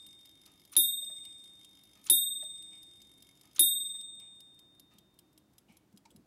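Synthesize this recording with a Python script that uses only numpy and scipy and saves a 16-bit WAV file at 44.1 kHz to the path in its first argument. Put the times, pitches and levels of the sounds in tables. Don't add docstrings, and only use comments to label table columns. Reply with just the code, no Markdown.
import sys
import numpy as np
from scipy import signal
from scipy.fft import rfft, irfft, next_fast_len
from scipy.io import wavfile

SR = 44100
rng = np.random.default_rng(int(sys.argv[2]) if len(sys.argv) > 2 else 0)


def elevation(decibels):
    levels = np.asarray(decibels, float)
    return 10 ** (levels / 20)


def pcm_store(signal):
    levels = np.round(np.clip(np.atleast_2d(signal), -1, 1) * 32767)
    wavfile.write(sys.argv[1], SR, levels.astype(np.int16).T)


N = 276065

# [t/s, level/dB, extra on 1st pair/dB, extra on 2nd pair/dB, signed share of 2nd pair's lower partner]
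HAMMER_BLOWS = [
    (-.68, 0.1, 0.1, -1.1, .8),
    (.7653, -.3, -.3, -2.2, -.33),
    (2.0986, .1, -.1, .6, 1.05),
    (3.5936, .1, .6, 1.4, 1.05),
]


def unit(x):
    return x / np.sqrt(np.mean(x ** 2) + 1e-30)


def coloured(spectrum, size):
    hz, db = np.transpose(spectrum)
    padded = 2 * next_fast_len(size // 2 + 1)
    grid_hz = np.maximum(np.fft.rfftfreq(padded, 1 / SR), 1)
    gain = elevation(np.interp(np.log(grid_hz), np.log(hz), db))
    noise = irfft(rfft(rng.standard_normal(padded)) * gain, padded)
    return unit(noise[:size])


def resonance(x, hz, width_hz):
    r = np.exp(-np.pi * width_hz / SR)
    poles = [1, -2 * r * np.cos(2 * np.pi * hz / SR), r * r]
    return signal.lfilter([(1 - r * r) / 2, 0, (r * r - 1) / 2], poles, x)


def ring(clicks, hz, t60_s):
    r = elevation(-60 / (t60_s * SR))
    w = 2 * np.pi * hz / SR
    return signal.lfilter([0, np.sin(w)], [1, -2 * r * np.cos(w), r * r], clicks + 1e-18)


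def swell(size, rise_s, t60_s):
    t = np.arange(size) / SR
    return (1 - np.exp(-t / max(rise_s, 1e-4))) * elevation(-60 * t / t60_s)


def add(out, s, piece):
    i = round(s * SR)
    out[i:i + len(piece)] += piece[:N - i]


def burst(db, hz, width_hz, rise_s, t60_s):
    narrow = resonance(rng.standard_normal(12000), hz, width_hz)
    band = resonance(narrow, hz, 2 * width_hz)[3000:]
    return elevation(db) * unit(band) * swell(9000, rise_s, t60_s)


def contacts(rows, gains, spread_s, count):
    clicks = np.zeros(N)
    when_s = np.array(rows)[:, 0]
    order = np.arange(count)
    late_s = np.cumsum(rng.random((len(rows), count)), axis=1) * spread_s * (order > 0)
    signs = rng.choice([-1, 1], late_s.shape)
    sizes = signs * elevation(rng.normal(0, 2.4, late_s.shape) - 3.5 * order)
    np.add.at(clicks, ((when_s[:, None] + late_s) * SR).astype(int), sizes * gains[:, None])
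    return clicks


def room_tone():
    # [f/Hz, density/(dB per Hz)]
    hush = [(18, -40), (30, -16), (55, -3), (130, 1.5), (210, -4), (300, -4), (420, -12.5), (700, -12),
            (1100, -16), (2000, -22), (3400, -24), (6000, -25.5), (11000, -28.5), (16000, -29.5)]
    # [f/Hz, width/Hz, level/dB]
    hum = [(207, 14, -78), (274, 10, -78), (308, 8, -78), (345, 10, -84)]
    white = rng.standard_normal(N)
    drones = sum(elevation(db) * unit(resonance(white, hz, width_hz)) for hz, width_hz, db in hum)
    return elevation(-71.8) * coloured(hush, size=N) + drones


def bell():
    partial_hz = [3656.45, 3677.95, 8212.46, 8190.0, 10528, 10575, 13329.35, 13421.7, 14620.6, 14497.2,
                  3680.45, 8212.46, 13329.35]
    phase_turns = [0, .22, 0, .255, 0, .2, 0, -.27, 0, -.44, -.125, .49, .48]
    # [level/dB, t60/s]
    partials = [(-32.6, 2.2), (-24.2, .94), (-26.5, 1.2), (-35, .88), (-14.5, .225), (-43, .26),
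                (-17.9, .47), (-35, .41), (-28.5, .38), (-39.5, .41), (-27, .25), (-29, .25), (-22.2, .12)]
    out = np.zeros(N)
    for s, db, first_db, second_db, partner in HAMMER_BLOWS:
        start = max(round(s * SR), 0)
        strength = np.ones(len(partials))
        strength[:2] = elevation(first_db)
        strength[2:4] = elevation(second_db) * np.array([1, partner])
        strength[10:12] = elevation([first_db, second_db])
        for hz, turns, (mode_db, t60_s), share in zip(partial_hz, phase_turns, partials, strength):
            stop = min(N, start + round(1.4 * t60_s * SR))
            t = np.arange(start, stop) / SR - s
            touch = np.sin(np.pi / 2 * np.clip(t / .0004, 0, 1)) ** 2
            tone = elevation(db + mode_db - 60 * t / t60_s) * np.sin(2 * np.pi * (hz * t + turns))
            out[start:start + len(t)] += share * touch * tone
    return out


def strike_train():
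    # [t/s, rate/(teeth/s)]
    speed = [(0.0, 48.82), (0.4, 48.92), (0.72, 50.86), (0.95, 61.98), (1.15, 57.36), (1.45, 52.59),
             (1.75, 49.51), (2.05, 49.42), (2.3, 54.18), (2.5, 49.89), (2.75, 43.98), (3.05, 44.1),
             (3.3, 47.1), (3.55, 52.84), (3.75, 57.65), (4.03, 54.21)]
    # [level/dB, lower against upper plates/dB]
    leaves = [(-66, -2), (-69, 0.1), (-70, 1.2), (-67, 1.2), (-66, 3), (-64, 1.5), (-67, -.8), (-82, 3)]
    # [t/s, level/dB]
    load = [(0, 0.1), (1, -2.2), (2, 1.5), (2.5, -5), (3.4, 1.5), (4.03, -4)]
    first_tooth_s, spread_db = .0266, 1.3
    t = np.arange(0, speed[-1][0], 1 / SR)
    passed = np.cumsum(np.interp(t, *np.transpose(speed))) / SR
    passed -= np.interp(first_tooth_s, t, passed)
    tooth = np.arange(-1, int(passed[-1]))
    s = np.interp(tooth, passed, t)
    leaf = np.array(leaves)[tooth % len(leaves)]
    chance = rng.normal(0, spread_db, leaf.shape)
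    level_db = leaf[:, 0] + np.interp(s, *np.transpose(load)) + chance[:, 0]
    return np.c_[s, level_db, leaf[:, 1] + chance[:, 1]]


def escapement():
    # [first/s, period/s, period shrink per swing/s]
    beats = [(.0649, .39574, .000258), (.256, .39515, .000206)]
    beat_lower_db = (-1.5, .8)
    beat_db, spread_db = (-54.2, -57.8), 1.2
    unlock_s, unlock_db, unlock_lower_db = .048, (-16, -11), -5
    k, rows = np.arange(16), []
    for (first_s, period_s, shrink_s), db, lower_db, lead_db in zip(beats, beat_db, beat_lower_db, unlock_db):
        chance = rng.normal(0, spread_db, (16, 3))
        s = first_s + period_s * k - shrink_s * k * (k - 1) / 2
        rows.append(np.c_[s, db + chance[:, 0], lower_db + chance[:, 1]])
        rows.append(np.c_[s - unlock_s, db + lead_db + chance[:, 2], unlock_lower_db + chance[:, 1]])
    return np.vstack(rows)


def movement():
    # [f/Hz, tick level/dB, tooth level/dB, t60/s]
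    plates = [(2180, -27, -8, .04), (2850, -14, -16, .025), (3260, -8, -3, .034), (3950, -6, -13, .015),
              (4580, -11, -10, .016), (5060, -7, -.8, .028), (6170, -12, -4.5, .022), (7070, -10, -8, .024),
              (7920, -9, -14, .022), (8420, -9, -10, .026), (8700, -13, -8, .02), (9560, -9, -11, .018),
              (10780, -10, -9, .025), (11200, -7, -2.5, .036), (11520, -7, -5, .032),
              (12750, -13, -21, .022), (13400, -15, -19, .04), (14220, -10, -21, .04),
              (15300, -14, -24, .022)]
    # [f/Hz, level/dB]
    snap = [(1180, -40), (2000, -17), (3840, -4), (5300, -2), (6470, -6), (8400, -4), (11200, -4),
            (16000, -18)]
    # [t/s, level/dB]
    whirr = [(0, -76.5), (1, -77.5), (2, -76), (3, -77.5), (4.0, -78.5), (4.05, -110), (6.3, -110)]
    # [f/Hz, level/dB]
    whirr_colour = [(1200, -14), (2000, -5), (2200, 5), (2500, -6), (3300, -2), (4200, -7), (5100, -1.5),
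                    (6200, -1.5), (8000, -6), (11200, -2), (13000, -12), (16000, -16)]
    ticks, teeth, out = escapement(), strike_train(), np.zeros(N)
    for hz, tick_db, tooth_db, t60_s in plates:
        lower = hz < 8000
        tick_gain = elevation(ticks[:, 1] + lower * ticks[:, 2] + tick_db + .4)
        tooth_gain = elevation(teeth[:, 1] + lower * teeth[:, 2] + tooth_db + .6)
        clicks = contacts(ticks, tick_gain, spread_s=.0016, count=5)
        clicks += contacts(teeth, tooth_gain, spread_s=.0016, count=2)
        out += ring(clicks, hz, t60_s)
    edges = np.abs(contacts(ticks, elevation(ticks[:, 1] - 2.5), spread_s=.0022, count=3))
    edges += np.abs(contacts(teeth, elevation(teeth[:, 1] - 2.5), spread_s=.0015, count=2))
    snap_envelope = signal.fftconvolve(edges, swell(1500, .0001, .014))[:N]
    out += snap_envelope * coloured(snap, size=N)
    whirr_db = np.interp(np.arange(N) / SR, *np.transpose(whirr))
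    return out + elevation(whirr_db) * coloured(whirr_colour, size=N)


def pendulum_clock():
    # [t/s, level/dB]
    swings = [
        (.46, -64),
        (1.23, -64),
        (1.95, -65),
        (2.715, -64),
        (3.43, -67),
        (4.198, -64),
        (4.905, -66),
        (5.682, -62.5),
    ]
    # [f/Hz, width/Hz, level/dB]
    tick_body = [(850, 400, -1.5), (1250, 40, -1.5), (1800, 400, -5), (2450, 400, -4), (4000, 2500, -6)]
    # [f/Hz, width/Hz, level/dB]
    tock_body = [(850, 350, -2.5), (2280, 90, -1.5), (2450, 120, -3), (2850, 200, -6), (5000, 3000, -12)]
    out = np.zeros(N)
    for k, (s, db) in enumerate(swings):
        white = rng.standard_normal(16000)
        modes = (tick_body, tock_body)[k % 2]
        body = sum(elevation(mode_db) * unit(resonance(white, hz, width_hz)) for hz, width_hz, mode_db in modes)
        add(out, s, elevation(db) * unit(body) * swell(16000, .01, .36))
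    return out


def hammer():
    # [t/s, peak/dB]
    slips = [
        (.7195, -49),
        (.7262, -44),
        (2.0514, -51),
        (2.0622, -47),
        (3.5483, -57),
        (3.5574, -56),
        (3.564, -52),
    ]
    # [f/Hz, level/dB, t60/s]
    wire = [(9640, 0.1, .07), (13700, -6, .06)]
    # [f/Hz, level/dB]
    clank = [(200, -34), (600, -12), (1000, -11), (1600, -19), (2500, -9), (4600, -3), (6500, -2),
             (8500, .5), (9800, -1), (12000, -9), (16000, -12)]
    # [f/Hz, level/dB, t60/s]
    bracket = [(3780, -27, .022), (4590, -50, .08), (5340, -62, .3), (6514, -56, .25), (7020, -51, .33),
               (7335, -55, .5), (7357, -55, .45), (7690, -52, .28), (8000, -42, .07), (8380, -43, .15),
               (9300, -46, .05), (2825, -52, .08)]
    # [f/Hz, level/dB, t60/s]
    thud = [(322, -32.5, .04), (333, -48, .3), (356, -54, .12)]
    thud_lag_s = .006
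    out, hits, slip_clicks = np.zeros(N), np.zeros(N), np.zeros(N)
    for s, db, *_ in HAMMER_BLOWS[1:]:
        hits[round(s * SR)] = elevation(db)
        decay = elevation(-30) * swell(8000, .0005, .035) + elevation(-42) * swell(8000, .002, .22)
        add(out, s, elevation(db) * decay * coloured(clank, size=8000))
    highpass = signal.butter(2, 1800, "high", fs=SR, output="sos")
    sharp = signal.sosfilt(highpass, hits)
    out += sum(elevation(db) * ring(sharp, hz, t60_s) for hz, db, t60_s in bracket)
    late_hits = np.roll(hits, round(thud_lag_s * SR))
    push = resonance(resonance(late_hits, 325, 62), 328, 62)
    out += sum(elevation(db) * ring(push, hz, t60_s) for hz, db, t60_s in thud)
    slip_clicks[[round(s * SR) for s, db in slips]] = elevation(np.array(slips)[:, 1])
    return out + sum(elevation(db) * ring(slip_clicks, hz, t60_s) for hz, db, t60_s in wire)


def knocks():
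    # [lead before blow/s, level/dB, f/Hz, width/Hz, rise/s, t60/s]
    release = [
        (.043, -53, 2400, 3500, .008, .12),
        (.04, -55, 1250, 250, .008, .1),
        (.032, -39, 6300, 2000, .001, .03),
        (.032, -46, 2900, 2200, .002, .06),
        (.0118, -42, 3500, 1600, .0004, .025),
        (.011, -51, 950, 900, .002, .085),
    ]
    # [slide/dB, latch/dB, drop/dB]
    release_db = [
        (1.5, -6, 0.1),
        (1.5, 0.1, -1.5),
        (-4, -.8, 1.5),
    ]
    release_stage = [0, 0, 1, 1, 2, 2]
    bodies = {"base": [(0.1, 615, 70, .002, .16), (-4, 800, 150, .002, .08), (-4, 1450, 1000, .002, .06)],
              "lever": [(0.1, 1900, 300, .002, .08), (-3, 800, 600, .002, .06)],
              "pin": [(0.1, 7500, 5000, .001, .025)], "finger": [(0.1, 200, 70, .005, .1)],
              "palm": [(0.1, 110, 90, .06, .9), (8, 380, 200, .03, .1)],
              "rub": [(0.1, 6000, 8000, .015, .08)], "nail": [(-2.5, 880, 160, .004, .1),
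              (-3, 2300, 200, .002, .05), (2.5, 4600, 3500, .003, .045)],
              "ring": [(0.1, 3200, 400, .001, .04), (-2.2, 9500, 5000, .001, .05),
              (-19, 8000, 60, .004, .3)]}
    # [t/s, level/dB, body]
    knocks_on = [(1.02, -67, "base"), (1.03, -60, "pin"), (1.097, -61, "base"), (1.098, -58, "pin"),
                 (2.0405, -52, "pin"), (2.424, -55, "base"), (3.945, -63, "lever"), (4.94, -57, "finger"),
                 (5.692, -52, "finger"), (5.72, -66, "rub"), (5.938, -51, "finger"), (5.962, -65, "pin"),
                 (6.053, -56, "nail"), (6.104, -59.5, "ring"), (6.11, -63, "palm"), (6.148, -50, "finger"),
                 (6.175, -49, "finger")]
    out = np.zeros(N)
    for (blow_s, *_), stage_db in zip(HAMMER_BLOWS[1:], release_db):
        for (lead_s, db, *band), stage in zip(release, release_stage):
            add(out, blow_s - lead_s, burst(db + stage_db[stage], *band))
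    for s, db, body in knocks_on:
        for band_db, *band in bodies[body]:
            add(out, s, burst(db + band_db, *band))
    return out


def room(x):
    tail = rng.standard_normal(16000) * swell(16000, rise_s=.006, t60_s=.25)
    tail = signal.lfilter([1], [1, -.3], tail)
    return elevation(-18.5) * signal.fftconvolve(x, tail / np.sqrt(np.sum(tail ** 2)))[:N]


def scene():
    clatter = hammer() + movement() + knocks()
    mono = bell() + clatter + room(clatter) + pendulum_clock() + room_tone()
    return np.stack([mono, mono])


def masking(x):
    mask_db, mask_db_per_octave = -22, 47
    hz, _, frames = signal.stft(x, SR, nperseg=2048)
    power = np.abs(frames[:1024]) ** 2
    band_db = 10 * np.log10(power.reshape(64, 16, -1).sum(axis=1) + 1e-20)
    band_hz = hz[8:1024:16, None]
    slope_db = mask_db_per_octave * np.log2(band_hz)
    hidden_db = np.maximum.accumulate(band_db + slope_db, axis=0) - slope_db + mask_db
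    kept = (band_db > hidden_db) | (band_hz < 3900)
    kept &= band_hz < 15850
    total_db = 10 * np.log10(power.sum(axis=0) + 1e-20)
    kept |= total_db > np.roll(total_db, 2) + 10
    frames[:1024] *= np.repeat(kept, 16, axis=0)
    return signal.istft(frames, SR, nperseg=2048)[1][:N]


def low_pass(x):
    return signal.sosfilt(signal.butter(12, 16870, fs=SR, output="sos"), x)


def record(dry):
    lowpass = signal.cheby2(10, 50, 17200, fs=SR, output="sos")
    dry = signal.sosfilt(lowpass, dry)
    mix = np.stack([masking(side) for side in dry])
    return low_pass(mix)


dry = scene()
out = record(dry)
pcm_store(out)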